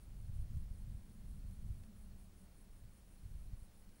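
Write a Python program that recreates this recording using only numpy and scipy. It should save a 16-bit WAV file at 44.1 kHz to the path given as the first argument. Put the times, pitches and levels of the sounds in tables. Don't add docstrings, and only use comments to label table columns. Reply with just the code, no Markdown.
import sys
import numpy as np
from scipy import signal
from scipy.fft import rfft, irfft
from scipy.io import wavfile
from scipy.ndimage import uniform_filter1d

SR = 44100
rng = np.random.default_rng(int(sys.argv[2]) if len(sys.argv) > 2 else 0)


def wav_out(sig):
    wavfile.write(sys.argv[1], SR, np.round(np.clip(np.atleast_2d(sig).T, -1, 1) * 32767).astype(np.int16))


N = 176400
T = np.arange(N) / SR


def from_db(db):
    return 10 ** (np.asarray(db) / 20)


def unit_rms(x):
    return x / np.sqrt(np.mean(x ** 2) + 1e-30)


def in_time(rows):
    return np.interp(T, *np.transpose(rows))


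def coloured_noise(spectrum):
    hz, db = np.transpose(spectrum)
    bin_hz = np.maximum(np.arange(N // 2 + 1) * SR / N, 1e-3)
    gain = from_db(np.interp(np.log(bin_hz), np.log(hz), db))
    roll_off = np.minimum(bin_hz / hz[0], 1) ** 2
    return unit_rms(irfft(rfft(rng.standard_normal(N)) * gain * roll_off, N))


def resonate(x, hz, width_hz):
    radius = np.exp(-np.pi * width_hz / SR)
    section = [1 - radius, 0, radius - 1, 1, -2 * radius * np.cos(2 * np.pi * hz / SR), radius ** 2]
    return unit_rms(signal.sosfilt([section, section], np.r_[x[-SR:], x])[SR:])


def evened(x, span_s):
    size = int(span_s * SR)
    power = uniform_filter1d(uniform_filter1d(x ** 2, size), size // 2)
    return x / np.sqrt(np.abs(power) + 1e-12)


def air_puffs():
    # time_s, strength_db
    puffs = [(0.0, -53), (0.42, -38), (0.46, -45.5), (0.56, -38.5), (0.77, -46.5), (0.88, -41.5),
             (1.11, -56), (1.29, -43), (1.38, -46), (1.5, -42.5), (1.57, -51.5), (1.59, -45.5), (1.7, -41),
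             (1.88, -55), (2.1, -50), (2.34, -60.5), (2.8, -57), (2.85, -47.5), (2.99, -64), (3.2, -54.5),
             (3.24, -45.5), (3.51, -46), (3.53, -42), (3.58, -54), (3.97, -68.5), (4.0, -65)]
    # freq_hz, gain_db
    rumble_spectrum = [(12, -1.5), (25, 2), (50, -1), (90, -9), (135, -12.5), (170, -23), (250, -39),
                       (400, -53), (800, -65.5)]
    # freq_hz, gain_db
    leaf_spectrum = [(500, -11), (1500, -7), (4000, 0.5), (9000, -11.5), (15000, -2)]
    puff_db = in_time(puffs)
    rumble = from_db(puff_db - 3) * evened(coloured_noise(rumble_spectrum), span_s=0.062)
    leaf_db = -80 + 0.67 * (puff_db - puff_db.max())
    return rumble + from_db(leaf_db) * coloured_noise(leaf_spectrum)


def drone():
    # time_s, level_db
    envelope = [(0, -67.5), (.3, -69.5), (1.0, -64), (1.4, -63), (1.95, -63.5), (2.4, -68), (2.8, -73),
                (3.4, -71), (4, -71.5)]
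    # centre_hz, width_hz, gain_db
    bands = [(185, 20.7, 4), (210.8, 32.4, 1), (273, 54, -14), (383.6, 80, -19)]
    hum = sum(from_db(db) * resonate(rng.standard_normal(N), hz, width_hz) for hz, width_hz, db in bands)
    return from_db(in_time(envelope)) * evened(hum, span_s=0.24)


def wings(scrape):
    # centre_hz, width_hz, gain_db
    modes = [(8260, 1100, -6), (9170, 340, -5.5), (9585, 420, -2), (10160, 1100, -3.5), (11210, 390, -4.5)]
    return unit_rms(sum(from_db(db) * resonate(scrape * rng.standard_normal(N), hz, width_hz)
                        for hz, width_hz, db in modes))


def katydids():
    # centre_s, length_s, level_db
    rasps = [(.02, 0.099, -78.5), (0.212, 0.16, -78.5), (0.387, 0.13, -76), (.58, .11, -78),
             (0.773, 0.16, -78), (0.945, .13, -79), (1.114, 0.18, -79.5), (1.315, 0.15, -76.5),
             (1.516, 0.15, -78), (1.677, 0.17, -80), (1.82, 0.15, -80), (2.015, 0.13, -76.5),
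             (2.216, .11, -76.5), (2.405, .11, -76), (2.592, 0.1, -75.5), (2.77, 0.12, -78),
             (2.954, .13, -77.5), (3.123, 0.14, -78.5), (3.26, 0.14, -80.5), (3.42, 0.17, -78.5),
             (3.622, 0.12, -75.5), (3.795, 0.11, -76.5), (3.978, .11, -76.5)]
    teeth_per_s, tooth_decay_s, tooth_share = 680, 0.0018, 0.76
    rasp_shape, chorus_db = 2.4, -85.5
    strikes = 1.0 * (rng.random(N) < teeth_per_s / SR)
    teeth = signal.lfilter([1], [1, -np.exp(-1 / (tooth_decay_s * SR))], strikes + 1e-18)
    scrape = np.sqrt(1 - tooth_share + tooth_share * teeth / teeth.mean())
    effort = sum(from_db(db) * np.exp(-np.abs(2 * (T - centre_s) / length_s) ** rasp_shape)
                 for centre_s, length_s, db in rasps)
    return effort * wings(scrape) + from_db(chorus_db) * wings(scrape=1)


def crickets():
    # pitch_hz, width_hz, level_db, pulse_hz, pulse_depth
    trills = [(4270, 46, -92.5, 14, 0.6), (4487, 84, -100.5, 17, 0), (8260, 71, -98, 9.4, 1)]
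    out = np.zeros(N)
    for pitch_hz, width_hz, level_db, pulse_hz, pulse_depth in trills:
        throb = 1 + pulse_depth * np.sin(2 * np.pi * (pulse_hz * T + rng.random()))
        note = evened(resonate(rng.standard_normal(N), pitch_hz, width_hz), span_s=0.069)
        out += from_db(level_db) * unit_rms(throb * note)
    return out


def noise_floor():
    # freq_hz, gain_db
    spectrum = [(15, -1), (45, -7), (80, -16), (140, -24.5), (270, -24.5), (400, -29), (600, -31.5),
                (1000, -36), (2000, -39.5), (4000, -43), (7000, -44), (12000, -46), (15500, -47)]
    return from_db(-61.5) * coloured_noise(spectrum)


def whine(pitch_hz=15625, level_db=-85.5, flutter_hz=50.7, flutter_depth=0.26):
    flutter = 1 + flutter_depth * np.sin(2 * np.pi * flutter_hz * T)
    return from_db(level_db) * unit_rms(flutter * np.sin(2 * np.pi * pitch_hz * T))


def air_bumps(pitch_hz=58, width_hz=96, lowpass_hz=168):
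    # start_s, prefilter_peak_db
    tugs = [(.292, -36), (0.354, -42), (0.393, -40), (.414, -38), (0.567, -34), (.708, -41.5), (.875, -44),
            (0.944, -39), (1.445, -40.5), (1.493, -41.5), (1.675, -45), (1.697, -38), (3.257, -44),
            (3.346, -43.5), (3.527, -38), (3.618, -46.5)]
    out = np.zeros(N)
    for start_s, db in tugs:
        age_s = np.maximum(T - start_s, 0)
        swing = -age_s * np.exp(-np.pi * width_hz * age_s) * np.cos(2 * np.pi * pitch_hz * age_s)
        out += from_db(db) * swing / np.abs(swing).max()
    return signal.sosfilt(signal.butter(4, lowpass_hz, fs=SR, output="sos"), out)


def feeding(decay_s=0.0035, edge_ratio=2.6):
    # start_s, level_db, centre_hz
    ticks = [(.571, -66, 5500), (1.51, -69, 7000), (1.836, -66.5, 1980), (3.891, -67, 2300)]
    out = np.zeros(N)
    for start_s, level_db, centre_hz in ticks:
        edges_hz = [centre_hz / edge_ratio, centre_hz * edge_ratio]
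        band = signal.butter(2, edges_hz, "band", fs=SR, output="sos")
        envelope = (T >= start_s) * np.exp(-np.abs(T - start_s) / decay_s)
        out += from_db(level_db) * envelope * unit_rms(signal.sosfilt(band, rng.standard_normal(N)))
    return out


def insect_buzz():
    # time_s, level_db
    envelope = [(0, -104), (2.3, -101), (2.9, -97), (4, -93)]
    return from_db(in_time(envelope)) * resonate(rng.standard_normal(N), hz=5410, width_hz=400)


def scene():
    mix = air_puffs() + air_bumps() + drone() + katydids() + insect_buzz() + crickets() + feeding()
    return (mix + noise_floor())[None]


def record(dry):
    cutoff_hz = 15700
    lowpass = signal.ellip(14, 0.1, 80, cutoff_hz, fs=SR, output="sos")
    return signal.sosfilt(lowpass, dry + whine())


dry = scene()
out = record(dry)
wav_out(out)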